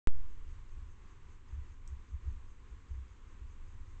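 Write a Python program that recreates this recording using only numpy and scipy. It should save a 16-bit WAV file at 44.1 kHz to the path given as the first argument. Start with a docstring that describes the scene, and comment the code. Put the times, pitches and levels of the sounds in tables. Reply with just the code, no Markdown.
"""A quiet forest path, heard through the one microphone of a trail camera.
The microphone switches on with a pop, then hisses over a low rumble of air and ground.
A bear walks past and away; its paws thud dully through the ground and a twig snaps.
Right at the microphone, the camera's electronics tick faintly five times a second,
and its notch filters hollow out the sound."""
import sys
import numpy as np
from scipy import signal
from scipy.fft import rfft, irfft
from scipy.io import wavfile
from scipy.ndimage import uniform_filter1d

SR = 44100
rng = np.random.default_rng(int(sys.argv[2]) if len(sys.argv) > 2 else 0)


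def wrap_up_sound(samples):
    """Save the sound to the file named by the first command line argument, as 16-bit audio."""
    columns = np.atleast_2d(samples).T
    # keep every value between -1 and 1, then stretch to whole-number steps
    tamed = np.clip(columns, -1, 1)
    steps = np.round(tamed * 32767).astype(np.int16)
    wavfile.write(sys.argv[1], SR, steps)


N = 176400
WAKE_S = 0.0726


def paws(t):
    """Each soft paw loads the ground, which booms briefly in two low modes."""
    # Each row: start in seconds, peak of the lower mode in dB, its pitch in Hz, swell time in seconds.
    footfalls = [(.462, -41, 41.8, 0.014), (1.523, -31, 60, .016), (1.552, -34, 66, 0.028),
                 (1.687, -41, 66.6, 0.015), (1.897, -35.5, 64.3, 0.024), (2.111, -34, 65.8, 0.028),
                 (2.248, -30.5, 65.5, 0.028), (2.335, -42.5, 61.4, 0.036), (2.715, -40, 59.4, 0.016),
                 (2.885, -36.5, 65.2, 0.034), (2.945, -39, 63.8, 0.047), (3.412, -38, 60.4, 0.018)]
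    upper_ratio, upper_db, pitch_wobble = 1.42, -9, .02
    out = np.zeros(N)
    for start, db, hz, swell_s in footfalls:
        pitch_hz = hz * (1 + pitch_wobble * drift(50))
        phase = 2 * np.pi * np.cumsum(pitch_hz * (t >= start)) / SR
        modes = np.sin(phase) + undb(upper_db) * np.sin(upper_ratio * phase)
        progress = np.maximum(t - start, 0) / swell_s
        swell = (progress * np.exp(1 - progress)) ** 2
        out += undb(db) * swell * modes
    return out


def twig_cracks(t):
    """Wood snaps: a bright crack over a broad body, scattered back by the undergrowth."""
    # Each row: start in seconds, level in dB, decay in seconds, centre of the bright band in Hz.
    cracks = [(.693, -73, .006, 4000), (1.8762, -53, .0026, 6700), (1.8865, -67, .006, 7200)]
    body_db, scatter_db = -5, -21
    out = np.zeros(N)
    for start, db, decay_s, hz in cracks:
        crack = band_noise(hz, width_hz=2500) + undb(body_db) * rng.standard_normal(N)
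        scatter = undb(scatter_db) * fade(t - start, decay_s=.035)
        out += undb(db) * crack * (fade(t - start, decay_s) + scatter)
    return out


def switch_on_pop(t):
    """The microphone's bias voltage jumps and drains away; the edge rings briefly in the treble."""
    step_db, ring_db, edge_hz = -15.5, -6, 2900
    step = undb(step_db) * fade(t - WAKE_S, decay_s=.11)
    thump = signal.lfilter(*signal.butter(1, edge_hz, fs=SR), step)
    ring = undb(ring_db) * resonate(step, hz=7400, width_hz=4100)
    return thump + ring


def electronic_ticks(t):
    """A faint pip, then a patch of thin sizzle, on each work cycle of the camera."""
    # Each row: centre of a sizzle resonance in Hz, width in Hz, level in dB.
    resonances = [(6180, 300, -83), (6600, 260, -83), (7400, 1100, -87.5)]
    first_s, period_s, jitter_s = .288, .1997, .005
    pip_db, pip_s = -78, .005
    sizzle_lag_s, sizzle_s, sizzle_spread_db = .03, .028, 1
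    pips, patches = np.zeros(N), np.zeros(N)
    for cycle, (late, size) in enumerate(rng.standard_normal((19, 2))):
        age = t - first_s - cycle * period_s - jitter_s * late
        pips += np.exp(-.5 * (age / pip_s) ** 2)
        patches += undb(sizzle_spread_db * size) * np.exp(-.5 * ((age - sizzle_lag_s) / sizzle_s) ** 2)
    sizzle = sum(undb(db) * band_noise(hz, width_hz) for hz, width_hz, db in resonances)
    return undb(pip_db) * pips * band_noise(hz=4980, width_hz=400) + patches * sizzle


def hiss_and_rumble(t):
    """The microphone's hiss flickers slightly; a rumble of air and ground swells and settles."""
    # Each row: frequency in Hz, hiss density in dB per Hz.
    hiss_spectrum = [(100, -96.5), (160, -78.5), (230, -89), (330, -92), (480, -95.5), (640, -93.5),
                     (800, -99), (1060, -94.5), (1350, -102), (2100, -105), (3000, -109.5), (4000, -113),
                     (5400, -114.5), (6300, -112.5), (7500, -115), (8400, -125)]
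    # Each row: frequency in Hz, rumble density in dB per Hz ahead of the swells.
    rumble_spectrum = [(5, -66.5), (22, -43.5), (35, -60.5), (60, -57), (95, -59.5), (112, -65),
                       (135, -67.5), (200, -110)]
    # Each row: time in seconds, gain of the rumble in dB.
    rumble_swells = [(.07, -18), (.16, -5.5), (.3, -14.5), (.42, -13.5), (.51, -6.5), (.62, -13),
                     (.8, -8.5), (.95, -15), (1.4, -14), (1.65, -13.5), (2.4, -13.5), (3.2, -14.5),
                     (3.6, -12.5), (4, -9.5)]
    flicker_db = .8
    hiss = coloured_noise(hiss_spectrum) * undb(flicker_db * drift(13))
    swell_db = np.interp(t, *np.array(rumble_swells).T)
    return hiss + coloured_noise(rumble_spectrum) * undb(swell_db)


def undb(db):
    """Decibels to gain."""
    return 10 ** (np.asarray(db) / 20)


def coloured_noise(points):
    """Noise with a spectrum of (Hz, dB per Hz) points."""
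    hz, db = np.array(points).T
    bin_hz = np.maximum(np.arange(N // 2 + 1) * SR / N, 1)
    gain = undb(np.interp(np.log(bin_hz), np.log(hz), db))
    return irfft(rfft(rng.standard_normal(N)) * gain, N) * np.sqrt(SR / 2)


def resonate(x, hz, width_hz):
    """Two-pole band-pass, gain 1 at the centre."""
    return signal.lfilter(*signal.iirpeak(hz, hz / width_hz, fs=SR), x)


def band_noise(hz, width_hz):
    """Noise in one steep-sided resonance, rms 1."""
    band = resonate(resonate(rng.standard_normal(N), hz, width_hz), hz, width_hz)
    return band / band.std()


def drift(rate_hz):
    """Smooth random drift with spread 1."""
    hold = int(SR / rate_hz)
    steps = np.repeat(rng.standard_normal(N // hold + 1), hold)
    smooth = uniform_filter1d(uniform_filter1d(steps, hold), hold)[:N]
    return smooth / smooth.std()


def fade(age, decay_s):
    """Instant attack, exponential decay."""
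    return (age >= 0) * np.exp(-np.maximum(age, 0) / decay_s)


def scene():
    """Everything at the one microphone, silent until the camera wakes."""
    t = np.arange(N) / SR
    mix = hiss_and_rumble(t) + paws(t) + twig_cracks(t) + electronic_ticks(t)
    return (mix * (t >= WAKE_S) + switch_on_pop(t))[None]


def record(dry):
    """The camera notches three bands and cuts the top."""
    # Each row: centre in Hz, width in Hz, depth from 0 to 1.
    notches = [(157, 150, .9), (640, 600, .96), (5100, 3000, .45)]
    top_hz = 8250
    for hz, width_hz, depth in notches:
        dry = dry - depth * resonate(dry, hz, width_hz)
    return signal.sosfilt(signal.ellip(8, .2, 70, top_hz, fs=SR, output="sos"), dry)


dry = scene()
out = record(dry)
wrap_up_sound(out)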